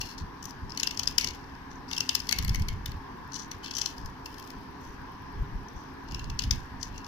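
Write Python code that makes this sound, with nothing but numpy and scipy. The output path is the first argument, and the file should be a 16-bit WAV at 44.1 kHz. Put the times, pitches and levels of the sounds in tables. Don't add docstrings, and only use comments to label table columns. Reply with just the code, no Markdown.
import sys
import numpy as np
from scipy import signal
from scipy.fft import rfft, irfft, next_fast_len
from scipy.io import wavfile
from scipy.ndimage import uniform_filter1d

SR = 44100
rng = np.random.default_rng(int(sys.argv[2]) if len(sys.argv) > 2 else 0)


def transcribe(signal):
    frames = np.atleast_2d(signal).T
    limited = np.clip(frames, -1, 1)
    pcm = np.round(limited * 32767).astype(np.int16)
    wavfile.write(sys.argv[1], SR, pcm)


N = 311787

# [f/Hz, decay width/Hz (decay rate / pi), relative level/dB]
SLAB_MODES = [(2232, 300, 2), (2740, 300, 3.5), (3160, 400, 3), (3650, 450, 5), (4505, 730, 0),
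              (5185, 970, 7.5), (5823, 850, 4.5), (6400, 700, -6), (8750, 960, 1), (10220, 550, 6),
              (13750, 3100, 4), (15630, 2600, 9.5)]
# [start t/s, length/s, level/dB, favoured low f/Hz, favoured high f/Hz,
# low-mode shift/dB, treble-mode shift/dB]
BLADE_STROKES = [(0, 0.16, -38, 2860, 4760, -8, -14.5), (0.177, 0.054, -41.5, 2850, 4700, -20, -20),
                 (0.433, 0.091, -46.5, 3550, 5900, -16, -6.5), (0.68, 0.99, -53, 2720, 4896, -8.5, -18.5),
                 (1.174, 0.17, -38.5, 2300, 5800, 7, -26), (1.702, .1, -57, 2770, 6060, -15, -21),
                 (1.881, 0.24, -44.5, 2890, 5280, -0.5, -11.5), (2.1, 0.19, -49, 2730, 5020, -4.5, -10.5),
                 (2.258, 0.21, -47, 2280, 4650, -4, -11.5), (2.46, 0.3, -49, 2230, 4710, 0.5, -9),
                 (3.331, 0.14, -34, 4700, 5750, -2, -17.5), (3.628, 0.12, -39.5, 2990, 4730, -1.5, -20),
                 (3.733, 0.2, -34.5, 3360, 5600, -5.5, -16), (3.97, 0.17, -56, 3480, 5200, -14, -7),
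                 (4.244, 0.48, -53.5, 2980, 4840, -3, -5), (4.806, 0.18, -54, 3900, 5600, -14, -6),
                 (5.757, .11, -51.5, 3440, 5730, -18, -17), (6.075, 0.32, -55, 2730, 4810, -5, -18.5),
                 (6.373, .24, -60, 3600, 5300, 1, -11), (6.795, 0.098, -46, 5360, 6150, -4, -12),
                 (6.941, 0.09, -50, 2750, 4780, -4, -18)]


def gain_of(db):
    return 10 ** (np.asarray(db) / 20)


def evened(x):
    return x / np.sqrt(np.mean(x ** 2) + 1e-20)


def read(points, hz):
    f, value = np.transpose(points)
    return np.interp(np.log(hz + 1), np.log(f + 1), value)


def add(mix, s, sound):
    part = mix[round(s * SR):][:len(sound)]
    part += sound[:len(part)]


def smoothed(x, samples):
    return uniform_filter1d(uniform_filter1d(x, samples), samples)


def tint(x, points):
    size = next_fast_len(len(x))
    gain = gain_of(read(points, np.fft.rfftfreq(size, 1 / SR)))
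    return irfft(rfft(x, size) * gain, size)[:len(x)]


def snaps():
    # [t/s (2 ms after onset), level/dB (95th percentile of the magnitude)]
    flakes = [(0.0119, -20.5), (0.058, -42), (0.099, -53), (0.182, -33.5), (0.4266, -31), (0.454, -26),
              (0.507, -33.5), (0.696, -35), (0.7035, -32.5), (0.719, -27.5), (0.748, -38), (0.774, -19),
              (0.7983, -17.5), (0.8312, -14), (0.8715, -13), (0.9094, -22), (0.9732, -21.5),
              (0.9937, -15.5), (1.0324, -21.5), (1.0737, -10.5), (1.1816, -6.5), (1.21, -18.5),
              (1.227, -35), (1.2437, -16), (1.272, -20), (1.286, -24), (1.307, -31), (1.714, -42),
              (1.9124, -25.5), (1.9308, -19), (1.949, -32), (1.965, -26), (1.9792, -17), (2.0047, -12.5),
              (2.0913, -11.5), (2.151, -9), (2.201, -21.5), (2.27, -32), (2.2904, -14), (2.311, -20),
              (2.3241, -10.5), (2.361, -30), (2.386, -16.5), (2.4244, -28.5), (2.447, -23), (2.4789, -26),
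              (2.4933, -21.5), (2.5458, -20.5), (2.557, -24), (2.596, -32.5), (2.62, -31), (2.6849, -23),
              (2.8589, -23), (2.917, -35.5), (3.3196, -34), (3.339, -42), (3.361, -27.5), (3.514, -26),
              (3.6428, -41), (3.6597, -28), (3.71, -24.5), (3.7377, -29), (3.7832, -20), (3.8152, -15.5),
              (3.859, -14.5), (3.981, -34), (4.059, -33.5), (4.258, -27.5), (4.3425, -39), (4.382, -37.5),
              (4.397, -35.5), (4.425, -38), (4.441, -42), (4.474, -39), (4.5027, -33.5), (4.514, -46),
              (5.685, -39), (6.087, -40), (6.111, -36), (6.12, -34), (6.1458, -24), (6.1934, -31.5),
              (6.2423, -34.5), (6.2993, -30), (6.391, -15.5), (6.42, -25), (6.4367, -23.5), (6.509, -10.5),
              (6.829, -20.5), (6.879, -44), (6.979, -32.5), (7.045, -36), (7.064, -38)]
    big_db, big_low, big_treble = -22, .1, .08
    out = np.zeros((2, N))
    chance = rng.standard_normal((len(flakes), 1000 + len(SLAB_MODES)))
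    for (s, db), z in zip(flakes, chance):
        length = int(np.clip(SR * (0.008 + .00003 * db), 60, 500))
        spot_db = 3 * z[1000:, None]
        stroke = min(BLADE_STROKES, key=lambda row: abs(s - np.clip(s, row[0], row[0] + row[1])))
        *_, low_hz, high_hz, low_db, treble_db = stroke
        big = db - big_db
        spread_db = favoured(low_hz, high_hz, 9.5) + spot_db
        body = ring(low_db + big_low * big, treble_db + big_treble * big, spread_db)
        window = signal.windows.tukey(length, .8)
        left = np.convolve(z[:length] * window, body)
        right = np.convolve(z[500:][:length] * window, body)
        scale = gain_of(db) / np.percentile(abs(left[:length + 40]), 95)
        onset = max(s - .002, 0)
        add(out[0], onset, scale * left)
        add(out[1], onset, scale * right)
    return out


def drag():
    treble_lift_db = 5.5
    early, roundness = 0.36, 0.75
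    out, clicks = np.zeros(N), grit()
    for start, length, db, low_hz, high_hz, low_db, treble_db in BLADE_STROKES:
        part = clicks[round(start * SR):][:round(length * SR)]
        arch = np.sin(np.pi * np.linspace(0, 1, len(part)) ** early) ** 2
        body = ring(low_db, treble_db + treble_lift_db, favoured(low_hz, high_hz, 18.7))
        body = body / np.linalg.norm(body)
        add(out, start, gain_of(db) * signal.oaconvolve(part * arch ** (roundness / 2), body))
    return out


def crumbs(breaks):
    fade = np.exp(-1 / (0.027 * SR))
    body = ring(-1, -14)
    energy = signal.lfilter([1 - fade], [1, -fade], breaks ** 2)
    clicks = grit() * np.sqrt(energy)
    return gain_of(-14.5) * signal.oaconvolve(clicks, body / np.linalg.norm(body))[:N]


def grit():
    clicks_per_s = 5000
    clumps = gain_of(4 * evened(smoothed(rng.standard_normal(N), 170)))
    size = gain_of(2.0 * np.minimum(rng.exponential(1, N), 5)) * rng.standard_normal(N)
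    struck = rng.random(N) < clicks_per_s / SR
    return evened(size * struck * clumps)


def ring(low_db, treble_db, spread_db=0):
    hz, width, db = np.transpose(SLAB_MODES)[:, :, None]
    t = np.arange(512) / SR
    group_db = np.where(hz < 4000, low_db, np.where(hz > 7500, treble_db, 0))
    swell = width ** 2 * t * np.exp(-np.pi * width * t)
    return (gain_of(db + group_db + spread_db) * swell * np.cos(2 * np.pi * hz * t)).sum(0)


def favoured(low_hz, high_hz, by_db):
    modes = np.transpose(SLAB_MODES)[0][:, None]
    distance = np.log(modes / [low_hz, high_hz]) / .09
    return by_db * np.exp(-distance ** 2).sum(1, keepdims=True)


def nearby(x):
    # [f/Hz, time to fall 60 dB/s]
    decay = [(3000, 0.27), (10000, 0.061)]
    hz, t, z = signal.stft(rng.standard_normal((2, SR // 3)), SR, nperseg=128)
    t60 = np.maximum(read(decay, hz), .02)[:, None]
    tail = signal.istft(z * gain_of(-60 * t / t60), SR, nperseg=128)[1]
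    tail[:, :120] = 0
    return signal.fftconvolve(x[None], tail / np.linalg.norm(tail[0]), axes=1)[:, :N]


def far_port(x):
    # [f/Hz, level/dB]
    shadow = [(1200, -11), (2000, -3.5), (3300, -1.5), (5500, -22.5), (9000, -8), (13000, -19.5),
              (14800, -11)]
    late = 26
    paths = 0.45 * rng.standard_normal(200) * np.exp(-abs(np.arange(200) - late) / 14.0)
    paths[late] = 1
    return tint(np.convolve(x, paths / np.linalg.norm(paths))[:N], shadow)


def draught():
    # [f/Hz, relative spectrum level/dB]
    push_spectrum = [(15, -1), (35, 9), (70, 9.5), (130, 2), (220, -7), (400, -58)]
    # [peak t/s, level/dB, half length/s (fall to 1/e)]
    gusts = [(0, -42, 0.026), (0.248, -39, 0.043), (0.645, -30.5, 0.016), (1.08, -42, 0.047),
             (2.393, -36.5, 0.044), (2.484, -29, 0.076), (2.64, -29, 0.053), (2.731, -32, 0.045),
             (2.897, -40.5, 0.075), (4.036, -40.5, 0.042), (5.412, -28.5, 0.042), (5.56, -36, 0.052),
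             (6.152, -38.5, 0.041), (6.288, -34.5, 0.075), (6.504, -31, 0.087), (6.84, -48, 0.17)]
    lull_db = -50
    lumps = gain_of(3.2 * evened(smoothed(rng.standard_normal(N), 600)))
    shared, one, other = (evened(tint(v * lumps, push_spectrum)) for v in rng.standard_normal((3, N)))
    apart = [(30, 3), (70, -21.5), (130, -8.0)]
    t = np.arange(N) / SR
    level = gain_of(lull_db) + sum(gain_of(db) * np.exp(-((t - s) / half) ** 2) for s, db, half in gusts)
    return level * (shared + np.array([tint(one, apart), tint(other, apart)]))


def fan():
    # [f/Hz, relative spectrum level/dB]
    air_spectrum = [(40, -19), (110, -9.5), (230, -10.5), (400, -12), (600, -26), (1000, -8), (1300, -21),
                    (1700, -15.5), (2050, -26), (3700, -34), (5600, -33), (7400, -51), (9000, -52.5),
                    (14800, -45.5), (16500, -58)]
    # [f/Hz, left-right likeness (1 = same)]
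    likeness = [(60, 0.79), (200, 1), (400, 0.067), (1300, 0.49), (2400, 0.039)]
    # [f/Hz, left minus right level/dB]
    balance = [(1300, -0.5), (2400, 8), (4400, 11), (8000, 9), (15000, 0.5)]
    # [f/Hz, bandwidth/Hz, rms level/dB]
    drones = [(266.9, 28.6, -53), (404.7, 2.8, -64.5)]
    air_db, lag_s = -44.5, .0001
    frames, hz = N // 512 + 5, np.fft.rfftfreq(2048, 1 / SR)
    a, b, c, d, patches = rng.standard_normal((frames, 1025, 5)).T
    patches = evened(uniform_filter1d(uniform_filter1d(patches, 20, 0), 8, 1))
    same = np.clip(read(likeness, hz), -1, 1)[:, None]
    late = np.exp(-2j * np.pi * hz * lag_s)[:, None]
    lean = gain_of(read(balance, hz) / 2)[:, None]
    left = a + 1j * b
    right = same * left * late + np.sqrt(1 - same ** 2) * (c + 1j * d)
    z = np.array([left * lean, right / lean])
    z *= gain_of(read(air_spectrum, hz)[:, None] + 1.22 * patches) * 2 / (lean + 1 / lean)
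    out = gain_of(air_db) * evened(signal.istft(z, nperseg=2048, noverlap=1536)[1][:, :N])
    for f, width, db in drones:
        r = np.exp(-np.pi * width / SR)
        noise = rng.standard_normal(N) + 1j * rng.standard_normal(N)
        waver = signal.lfilter([1], [1, -2 * r, r * r], noise)
        carrier = np.exp(2j * np.pi * f * np.arange(N) / SR)
        out += gain_of(db) * evened((waver * carrier).real)
    return out


def tick():
    missed = [1, 19, 25, 37, 38]
    first_s, every_s = 2.9708, .1024
    out, t = np.zeros(N), np.arange(90) / SR
    for k, s in enumerate(np.arange(first_s, N / SR, every_s)):
        if k not in missed:
            add(out, s - .0006, rng.standard_normal(90) * np.exp(-t / 0.0014))
    return gain_of(-47.5) * tint(out, [(4000, -25), (9000, -10), (12500, 2)])


def scene():
    breaks, aside = snaps()
    slate = breaks + drag() + crumbs(breaks)
    echoes = gain_of(-15) * nearby(slate)
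    left = slate + echoes[0] + tick()
    right = far_port(0.99 * slate + 0.39 * aside + gain_of(6.0) * echoes[1])
    return np.array([left, right]) + fan() + draught()


def record(dry):
    edge_hz = 16800
    soft = np.array([tint(v, [(15200, -0.5), (15800, -35), (16600, -33)]) for v in dry])
    band = signal.firwin(511, edge_hz, window=("kaiser", 9), fs=SR)
    return signal.oaconvolve(soft, band[None], "same")


dry = scene()
out = record(dry)
transcribe(out)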